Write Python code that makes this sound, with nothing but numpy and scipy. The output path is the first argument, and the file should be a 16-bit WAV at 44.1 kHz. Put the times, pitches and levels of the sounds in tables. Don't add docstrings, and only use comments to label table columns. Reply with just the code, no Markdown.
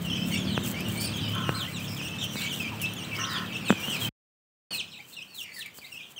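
import sys
import numpy as np
from scipy import signal
from scipy.fft import rfft, irfft, next_fast_len
from scipy.io import wavfile
from scipy.ndimage import uniform_filter1d, map_coordinates

SR = 44100
rng = np.random.default_rng(int(sys.argv[2]) if len(sys.argv) > 2 else 0)


def unload_wav(signal):
    wavfile.write(
        sys.argv[1],
        SR,
        np.round(np.clip(np.atleast_2d(signal).T, -1, 1) * 32767).astype(np.int16),
    )


N = 272979
TIME = np.arange(N) / SR
CUT_START_S, CUT_END_S = 4.09, 4.708
RASP_BEFORE_CUT, RASP_AFTER_CUT = .43, .21

# start and length in seconds, opening, dip and end pitch in Hz,
# level in dB, overtones in dB.
FEEDING_PEEPS = [(0.045, 0.091, 3000, 2720, 3170, -40.5, -19), (.098, .047, 3310, 2960, 3400, -35, -20),
                 (.14, 0.035, 3250, 3170, 3700, -35, -19), (.311, 0.078, 3194, 2670, 3760, -37, -9.5),
                 (0.471, 0.071, 3530, 2950, 3400, -42, -30), (.85, 0.057, 3070, 2740, 3600, -40, -16),
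                 (1.135, 0.057, 3380, 3210, 3720, -40.5, -12), (1.19, .11, 3590, 2950, 3100, -41.5, -39),
                 (1.304, 0.087, 3250, 3060, 3460, -40, -24), (1.4, .11, 3600, 2810, 2900, -44, -15),
                 (1.607, 0.064, 3410, 2806, 3300, -41.5, -22), (1.756, 0.076, 3010, 2406, 3300, -47, -14),
                 (1.963, 0.077, 3700, 2470, 2900, -42, -11), (2.012, 0.081, 3200, 2736, 3900, -42, -7),
                 (2.21, 0.064, 3470, 2647, 3050, -37.5, -18), (2.357, 0.068, 4090, 3466, 4400, -40, -8.5),
                 (2.493, .062, 3800, 2800, 4260, -37.5, -10.5), (2.596, 0.1, 2685, 2347, 2770, -36.5, -18),
                 (2.63, .07, 2730, 2400, 4200, -50, -10), (2.796, .072, 3250, 2560, 4400, -38.5, -12.5),
                 (2.96, 0.094, 3614, 2745, 4430, -42, -9.5), (3.107, 0.059, 2750, 2590, 3680, -42, -23),
                 (3.115, 0.089, 2394, 2183, 2430, -40, -26.5), (3.185, 0.073, 3110, 2710, 4620, -37.5, -19),
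                 (3.458, 0.072, 4010, 2563, 2700, -44, -27), (3.523, 0.052, 3280, 2580, 4260, -39, -13),
                 (3.657, 0.055, 3100, 2520, 2900, -37, -28.5), (3.721, .12, 2620, 2360, 2400, -44.5, -19.5),
                 (4.923, 0.056, 3460, 2420, 2770, -48, -29.5), (5.164, .069, 2950, 2460, 3440, -44.5, -15),
                 (5.382, 0.063, 3596, 2705, 3100, -41.5, -12.5), (5.56, 0.055, 2056, 1765, 2220, -45, -14),
                 (5.813, 0.064, 2570, 2050, 2960, -50, -21), (5.916, .06, 2910, 2560, 3340, -46.5, -12.5),
                 (5.97, 0.067, 2890, 2390, 4100, -47, -22)]
# start and length in seconds, crest position as a share of the length, crest and
# end pitch in Hz, whip from 0 to 1, swell from middle to end in dB, level in dB, overtones in dB.
ARCHED_CALLS = [(0.338, 0.1, 0.4, 3560, 3070, .2, 0, -42, -10),
                (0.472, 0.11, 0.21, 4360, 2444, .25, 13, -46, -15),
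                (0.584, 0.093, 0.31, 3840, 2360, 0.2, 7, -45.5, -7),
                (0.97, 0.11, 0.84, 4630, 3610, .1, 3, -43, -3),
                (0.996, 0.14, 0.28, 5430, 3580, .1, -2, -46, -20),
                (1.168, 0.12, 0.32, 3940, 3170, .4, 2, -47.5, -18),
                (1.538, 0.1, 0.23, 4250, 2900, .05, 2.5, -41.5, -13.5),
                (1.544, 0.076, 0.22, 5050, 3720, .05, -5, -55, -8),
                (1.718, 0.077, 0.24, 4145, 2700, .05, 5.5, -47, -5.5),
                (2.182, 0.071, 0.37, 3745, 2600, .05, 2, -41, -10),
                (3.293, 0.097, 0.044, 4085, 2870, 0.1, 5, -40, -18.5),
                (3.648, .07, .1, 4410, 2850, .05, 9.5, -42.5, -8.5),
                (3.889, 0.083, 0.16, 3050, 2290, .05, -1, -35.5, -15),
                (4.698, 0.056, 0.1056, 3070, 2440, .3, 6.5, -43.5, -15),
                (4.66, 0.16, 0.24, 4530, 2370, .56, 3.5, -39, -13),
                (4.875, 0.024, .05, 3620, 3040, .05, -2, -53, -13),
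                (5.271, .13, 0.21, 4570, 3310, .1, 8.5, -53.5, -21),
                (5.514, .12, 0.25, 4650, 2534, 0.5, 10.5, -50, -16),
                (5.538, 0.068, 0.17, 5250, 4425, 0.32, 2, -57, 9),
                (6.16, 0.036, 0.23, 3220, 2300, .2, 5.5, -43.5, -14.5)]
# start and length in seconds, opening and end pitch in Hz, level in dB,
# overtones in dB.
PLAIN_NOTES = [(0.153, .12, 2517, 2660, -48.5, -6), (.19, 0.053, 3070, 3070, -42, -20),
               (0.307, 0.0636, 2160, 2314, -40, -10), (0.741, 0.076, 2186, 2457, -41, -14),
               (0.773, 0.081, 2420, 2770, -46, -8), (0.952, 0.14, 2235, 2600, -45, -14),
               (1.672, 0.021, 1983, 2060, -43, -28), (1.78, .08, 2520, 2447, -50, -18),
               (2.04, 0.1615, 2605, 2640, -49, -17), (2.363, 0.12, 2217, 2295, -40, -16),
               (2.834, 0.054, 2640, 2660, -37.5, -24), (3.557, 0.025, 2570, 2740, -38.5, -25),
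               (3.826, 0.11, 2737, 3350, -39, -16), (4.011, 0.0549, 3295, 3080, -33, -19.5),
               (4.702, 0.063, 2527, 2540, -43, -11), (4.989, 0.028, 2015, 2600, -46, -14),
               (5.119, 0.048, 3705, 3480, -54, -27), (0.86, 0.011, 3280, 4050, -54.5, -20),
               (5.84, 0.039, 3500, 5000, -51.5, -22)]
# start and length in seconds, opening and end pitch in Hz, level in dB.
SQUEAKS = [(0.082, 0.092, 5170, 5820, -50), (0.204, 0.064, 5130, 5640, -53),
           (0.348, 0.077, 3720, 3145, -52), (.44, 0.04, 5470, 4330, -47), (.47, 0.078, 4510, 3960, -47),
           (0.763, 0.047, 4650, 4970, -58), (0.991, 0.083, 4930, 4670, -48.5),
           (1.05, 0.24, 2530, 2570, -52.5), (1.207, 0.091, 4720, 5020, -49.5),
           (1.34, 0.047, 3210, 3130, -40), (1.84, 0.055, 3390, 3100, -45.5),
           (1.876, 0.086, 5350, 5090, -48), (2.182, 0.22, 5600, 6110, -52.5),
           (2.202, 0.045, 3600, 3360, -41.5), (2.365, 0.104, 1560, 1610, -49.5),
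           (2.365, 0.11, 4630, 3990, -47.5), (2.404, 0.09, 2785, 3245, -39.5),
           (2.418, .07, 7300, 6900, -49), (2.603, 0.049, 5160, 4800, -53), (3.15, 0.023, 4490, 5750, -46.5),
           (3.192, 0.053, 6040, 5690, -41.5), (3.261, .13, 5140, 4570, -46),
           (3.688, .045, 7700, 7170, -46.5), (3.77, 0.094, 5810, 5700, -55),
           (3.895, 0.052, 6000, 4460, -51), (3.898, .045, 8400, 7450, -45.5), (3.95, 0.11, 4020, 3913, -48),
           (4.875, .065, 5470, 5330, -56.5), (4.909, 0.076, 4090, 3630, -51.5),
           (5.12, 0.1, 4200, 3440, -54.5), (5.439, 0.098, 2454, 2163, -49.5),
           (5.621, 0.066, 2445, 2190, -50.5), (5.777, 0.029, 4600, 4730, -53),
           (5.986, .09, 3330, 3105, -52)]


def near_chicks():
    out = np.zeros(N)
    rasp = lambda start: RASP_BEFORE_CUT if start < CUT_START_S else RASP_AFTER_CUT
    for start, *shape, db, overtones_db in FEEDING_PEEPS:
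        add(out, start, peep(dip(*shape), db, overtones_db, rasp(start)))
    for start, *shape, swell_db, db, overtones_db in ARCHED_CALLS:
        add(out, start, peep(arch(*shape), db, overtones_db, rasp(start), swell_db))
    for start, *shape, db, overtones_db in PLAIN_NOTES:
        add(out, start, peep(slide(*shape), db, overtones_db, rasp(start)))
    for start, *shape, db in SQUEAKS:
        add(out, start, peep(slide(*shape), db, overtones_db=-14, rasp=4))
    return out


def peep(hz, db, overtones_db, rasp, swell_db=0, flutter_db=2.5):
    beak_hz, beak_db, beak_octaves, beak_top_hz = 8530, 5, .073, 9400
    size = len(hz)
    u = np.linspace(0, 1, size)
    jitter = .025 * min(rasp, .6) * drift(200, size)
    phase = 2 * np.pi * np.cumsum(hz * (1 + jitter)) / SR
    fundamental_db = -3 * np.log2(hz / np.mean(hz))
    tone = 0
    for k, partial_db in enumerate([fundamental_db, overtones_db, overtones_db - 6.5], 1):
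        blur = rasp * (k + 1) / 4
        turbulence = drift(400, size) + 1j * drift(400, size)
        partial = np.imag((1 + blur * turbulence) * np.exp(1j * k * phase)) / np.sqrt(1 + 2 * blur ** 2)
        resonance_db = beak_db * np.exp(-(np.log2(k * hz / beak_hz) / beak_octaves) ** 2)
        rolloff = 1 / np.sqrt(1 + (k * hz / beak_top_hz) ** 20)
        tone += from_db(partial_db + resonance_db) * rolloff * partial
    from_edge_s = np.minimum(u, 1 - u) * size / SR
    fade = np.sin(np.pi / 2 * np.clip(from_edge_s / .005, 0, 1)) ** 2
    level_db = db + swell_db * (2 * u - 1) + flutter_db * drift(61.2, size)
    return np.sqrt(2) * tone * fade * from_db(level_db)


def dip(length, start_hz, dip_hz, end_hz, dip_at=.66):
    u = progress(length)
    sag = np.interp(u, [0, dip_at], [1, 0]) ** 1.4
    flick = np.interp(u, [dip_at, 1], [0, 1]) ** 1.9
    return dip_hz + (start_hz - dip_hz) * sag + (end_hz - dip_hz) * flick


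def arch(length, crest_at, crest_hz, end_hz, whip, rise_share=.09, whip_from=.66):
    u = progress(length)
    rise = np.interp(u, [0, crest_at], [1, 0])
    fall = np.interp(u, [crest_at, 1], [0, 1])
    late_fall = np.sin(np.pi / 2 * np.interp(fall, [whip_from, 1], [0, 1])) ** 2
    drop = (1 - whip) * fall ** 1.4 + whip * late_fall
    return crest_hz * (1 - rise_share * rise ** 2) - (crest_hz - end_hz) * drop


def slide(length, start_hz, end_hz):
    return start_hz + (end_hz - start_hz) * progress(length)


# time in seconds, level in dB.
BROOD_LEVEL = [(0, -44), (1.1, -43), (1.9, -46), (2.4, -41), (3, -45.5), (4.07, -42), (4.72, -45),
               (4.9, -58), (6.19, -57)]


def brood(peeps_per_s=30, centre_hz=2680, spread=.15, sag=.22, flick=.28):
    out = np.zeros(N)
    for k, (offset, stretch, pitch, depth) in enumerate(rng.uniform(-1, 1, (240, 4))):
        dip_hz = centre_hz * (1 + spread * pitch)
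        bend = 1 + depth / 2
        hz = dip(.08 + .025 * stretch, dip_hz * (1 + sag * bend), dip_hz, dip_hz * (1 + flick * bend))
        add(out, (k + offset) / peeps_per_s, peep(hz, db=0, overtones_db=-12, rasp=RASP_BEFORE_CUT))
    return rms_one(out) * from_db(curve(BROOD_LEVEL))


# time in seconds, level in dB, beak opening from 0 to 1.
HEN_CALLS = [
    [(1.335, -47, .1), (1.36, -34, 0), (1.45, -38, 0.14), (1.54, -38.5, 0.07), (1.61, -42, 0),
     (1.66, -44, 0.5)],
    [(3.165, -50, 0.2), (3.19, -36.5, 0.37), (3.25, -37, 0.13), (3.34, -36.5, 0.54), (3.41, -35.5, 0.21),
     (3.455, -46, 0.86)],
]
# centre in Hz, width in Hz, gain in dB.
HEN_THROAT = [(1058, 48, 5.5), (1314, 26, 3), (1474, 92, 1.5)]
# start and length in seconds, opening pitch in Hz, level in dB.
HEN_CLUCKS = [(2.714, 0.031, 1034, -45), (4.98, 0.027, 890, -63)]


def hen(pulse_hz=125, roughness=.2):
    cycles = np.cumsum(pulse_hz * (1 + roughness * drift(70))) / SR
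    pulses = rms_one(np.diff(np.floor(cycles), prepend=0))
    source = pulses + rng.standard_normal(N)
    formant = lambda hz, width: rms_one(resonate(resonate(source, hz, 2 * width), hz, 2 * width))
    throat = rms_one(sum(from_db(db) * formant(hz, width) for hz, width, db in HEN_THROAT))
    open_beak = 1.3 * formant(hz=1720, width=170)
    out = np.zeros(N)
    for call in HEN_CALLS:
        times, db, opening = np.transpose(call)
        sounding = (TIME > times[0]) & (TIME < times[-1])
        voice = throat + np.interp(TIME, times, opening) * open_beak
        out += sounding * from_db(np.interp(TIME, times, db)) * voice
    out = band(out, 1200, 2460)
    for start, length, hz, db in HEN_CLUCKS:
        add(out, start, peep(slide(length, hz, .87 * hz), db, overtones_db=-25, rasp=.7))
    return out


# start and length in seconds, relative level in dB.
SCUFFS = [(0, 0.064, -50), (0.249, .1, -48), (0.627, 0.09, -42), (0.86, 0.12, -49), (0.988, .07, -42),
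          (1.144, 0.034, -51), (1.272, 0.054, -50), (1.464, .27, -54), (1.777, 0.21, -53.5),
          (2.01, 0.073, -52), (2.212, 0.045, -48), (2.307, 0.15, -49), (2.497, 0.13, -49.5),
          (3.135, 0.074, -53), (3.29, 0.047, -51), (3.66, .06, -50), (3.781, 0.19, -48.5),
          (3.984, 0.088, -43.5), (4.715, .06, -45), (5.067, 0.075, -54.5), (5.335, 0.097, -49),
          (5.518, 0.11, -53), (5.732, 0.058, -52.5), (5.8, 0.18, -60.5), (6.09, 0.03, -55)]
# frequency in Hz, relative level in dB.
STRAW_SPECTRUM = [(2000, -19.5), (4200, -6), (5800, -8.5), (7800, 2.5), (9500, -5.5), (11200, -8.5),
                  (13000, -3.5), (15000, 2)]


def straw(gain_db=7.5, attack_s=.025, release_t60_s=.05, grains_per_s=6000):
    power = from_db(np.where(TIME < CUT_START_S, -59.5, -67)) ** 2
    for start, length, db in SCUFFS:
        attack = np.clip((TIME - start) / attack_s, 0, 1)
        release_db = -60 * np.clip((TIME - start - length) / release_t60_s, 0, 2)
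        power += (attack * from_db(db + release_db)) ** 2
    grains = (rng.random(N) < grains_per_s / SR) * rng.laplace(size=N)
    clumps = grains * from_db(drift(45))
    return from_db(gain_db) * np.sqrt(power) * colour(clumps, STRAW_SPECTRUM)


# start in seconds, relative peak in dB, 60 dB decay time in seconds.
PECKS = [(.6365, -29, .02), (0.662, -25, .02), (0.685, -26, 0.015), (.806, -27, .02), (.8848, -26.5, 0.022),
         (0.923, -28, 0.026), (1.019, -23, 0.02), (1.3507, -31, 0.033), (1.948, -26.5, 0.0092),
         (2.419, -26, 0.02), (2.5395, -30, .02), (2.8155, -23.5, 0.12), (2.9356, -27.5, 0.027),
         (3.8775, -36, 0.024), (3.899, -27, .015), (4.0441, -33.5, 0.018), (4.7444, -38, 0.023),
         (5.4359, -35, .02), (5.591, -31.5, 0.036), (5.66, -35, 0.046)]


def pecks(gain_db=-5):
    out, t = np.zeros(N), np.arange(SR // 10) / SR
    for start, db, t60 in PECKS:
        add(out, start, from_db(db + gain_db - 60 * t / t60) * rng.standard_normal(len(t)))
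    return band(out, 6500, 17000)


# start in seconds, level in dB, thud pitch in Hz, thud gain in dB.
MIC_KNOCKS = [(0.5776, -17.5, 151, -4), (1.4925, -16.5, 124, -0.5), (2.014, -33, 170, -9),
              (2.357, -28.5, 171.1, 2), (3.6974, -24, 200, -15.5), (3.7044, -10, 204.5, 1.5),
              (3.7259, -21.5, 204.3, 3.5), (3.882, -30, 200, 2), (5.787, -40.5, 200, -26)]
# frequency in Hz, gain in dB, 60 dB decay time in seconds.
HOUSING_MODES = [(477, 2.5, 0.0064), (940, 8, 0.002), (1480, 4, 0.0043), (2500, -6.5, 0.016)]


def microphone_knocks(thud_delay_s=.0007, thud_t60_s=.066):
    out, t = np.zeros(N), np.arange(SR // 8) / SR
    ring = lambda hz, db, t60: from_db(db - 60 * t / t60) * np.sin(2 * np.pi * hz * t)
    tap = -sum(ring(*mode) for mode in HOUSING_MODES)
    for start, db, thud_hz, thud_db in MIC_KNOCKS:
        add(out, start, from_db(db) * tap)
        add(out, start + thud_delay_s, from_db(db) * ring(thud_hz, thud_db, thud_t60_s))
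    return band(out, 70, 3200)


# time in seconds, firings per second.
FIRING_RATE = [(0, 34), (.3, 35.7), (.6, 39.6), (1, 36.5), (1.5, 35), (2.5, 35.5), (4, 37.1), (6.19, 28)]
# time in seconds, level in dB.
ENGINE_LEVEL = [(0, -34.5), (.27, -29.5), (1.45, -33), (1.65, -36.5), (3.95, -40), (4.08, -32.5),
                (4.72, -52), (5, -61.5), (6.19, -65)]
# multiple of the firing rate, relative level in dB.
EXHAUST_ORDERS = [(3, -0.5), (4, -3.5), (5, 0), (6, -2.5), (7, -8.5), (8, -14), (9, -8.5), (10, -14.5)]
# time in seconds, frequency in Hz.
DRONE_CENTRE = [(0, 163), (.35, 200), (.8, 177), (1.15, 111), (1.7, 114), (2.3, 163), (3.4, 130),
                (4, 149.1), (4.7, 199), (6.19, 202)]
# frequency in Hz, relative level in dB.
RUMBLE_SPECTRUM = [(24, -66), (40, -27.5), (96, 0), (172, -2.5), (209, -3.5), (250, -2.5), (354, -15),
                   (700, -20), (910, -48.5), (1540, -120)]


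def far_engine(waver_db=2.5, drone_db=5, drone_octaves=.3):
    firing_hz = curve(FIRING_RATE) * (1 + .006 * drift(8))
    phase = 2 * np.pi * np.cumsum(firing_hz) / SR
    drone_hz = curve(DRONE_CENTRE)
    exhaust = 0
    for order, db in EXHAUST_ORDERS:
        boost_db = drone_db * np.exp(-(np.log2(order * firing_hz / drone_hz) / drone_octaves) ** 2)
        gain = from_db(db + boost_db + waver_db * drift(5))
        exhaust += gain * np.sin(order * phase + rng.uniform(0, 2 * np.pi))
    rumble = colour(rng.standard_normal(N), RUMBLE_SPECTRUM)
    return from_db(curve(ENGINE_LEVEL)) * (from_db(-2.5) * rms_one(exhaust) + from_db(-5) * rumble)


# time in seconds, level in dB.
HISS_LEVEL = [(0, -44), (.8, -41), (1.8, -44.5), (3.65, -43), (4.07, -38.5), (4.72, -43.5), (4.9, -58.5),
              (6.19, -57.5)]
# frequency in Hz, relative level in dB.
HISS_SPECTRUM = [(150, 1), (350, -1), (700, -5), (1200, -5), (2000, -8), (4000, -11.5), (8000, -36.5),
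                 (16000, -20.5)]


def background_hiss():
    return from_db(curve(HISS_LEVEL)) * colour(rng.standard_normal(N), HISS_SPECTRUM)


def yard_echoes(x, t60, first_s):
    t = np.arange(SR // 2) / SR
    echoes = rng.standard_normal(len(t)) * (rng.random(len(t)) < .05)
    echoes *= from_db(-60 * t / t60) * (t > first_s)
    return signal.fftconvolve(x, echoes / np.sqrt(np.sum(echoes ** 2)))[:N]


def from_db(db):
    return 10 ** (np.asarray(db) / 20)


def rms_one(x):
    return x / np.sqrt(np.mean(x ** 2) + 1e-20)


def curve(points):
    return np.interp(TIME, *np.transpose(points))


def progress(length):
    return np.linspace(0, 1, int(length * SR))


def drift(rate_hz, size=N):
    knots = rng.standard_normal(int(size / SR * rate_hz * 2) + 3)
    position = np.arange(size) / SR * rate_hz * 2
    return map_coordinates(knots, [position], order=1, mode="nearest") * np.sqrt(3 / 2)


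def band(x, low_hz, high_hz):
    return signal.sosfilt(signal.butter(2, [low_hz, high_hz], "band", fs=SR, output="sos"), x)


def resonate(x, hz, width_hz):
    r = np.exp(-np.pi * width_hz / SR)
    feedback = [1, -2 * r * np.cos(2 * np.pi * hz / SR), r * r]
    return signal.lfilter(np.array([1, 0, -1]) * (1 - r * r) / 2, feedback, x)


def colour(x, spectrum):
    hz, db = np.transpose(spectrum)
    size = next_fast_len(N)
    bins = np.arange(size // 2 + 1) * SR / size + 1
    gain = from_db(np.interp(np.log(bins), np.log(hz), db)) * np.minimum(bins / hz[0], 1) ** 2
    return rms_one(irfft(rfft(x, size) * gain, size)[:N])


def add(out, start_s, sound):
    i = max(int(start_s * SR), 0)
    out[i:i + len(sound)] += sound[:max(N - i, 0)]


def scene():
    near = near_chicks()
    chicks = from_db(.5) * near + from_db(-3) * yard_echoes(near, t60=.26, first_s=.003)
    chicks += from_db(-14) * yard_echoes(near, t60=.22, first_s=.0069)
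    far_chicks = yard_echoes(brood(), t60=.12, first_s=.002)
    calls = hen()
    mother = from_db(2) * calls + from_db(-6) * yard_echoes(calls, t60=.18, first_s=.005)
    background = background_hiss() + far_engine()
    return (chicks + far_chicks + mother + straw() + pecks() + microphone_knocks() + background)[None]


def record(dry):
    low_hz, top_hz = 50.3, 15700
    live = (TIME < CUT_START_S) | (TIME > CUT_END_S)
    gate = uniform_filter1d(live.astype(float), size=180)
    heard = signal.sosfilt(signal.butter(3, low_hz, "high", fs=SR, output="sos"), dry * gate)
    return signal.sosfilt(signal.ellip(12, .2, 90, top_hz, fs=SR, output="sos"), heard)


dry = scene()
out = record(dry)
unload_wav(out)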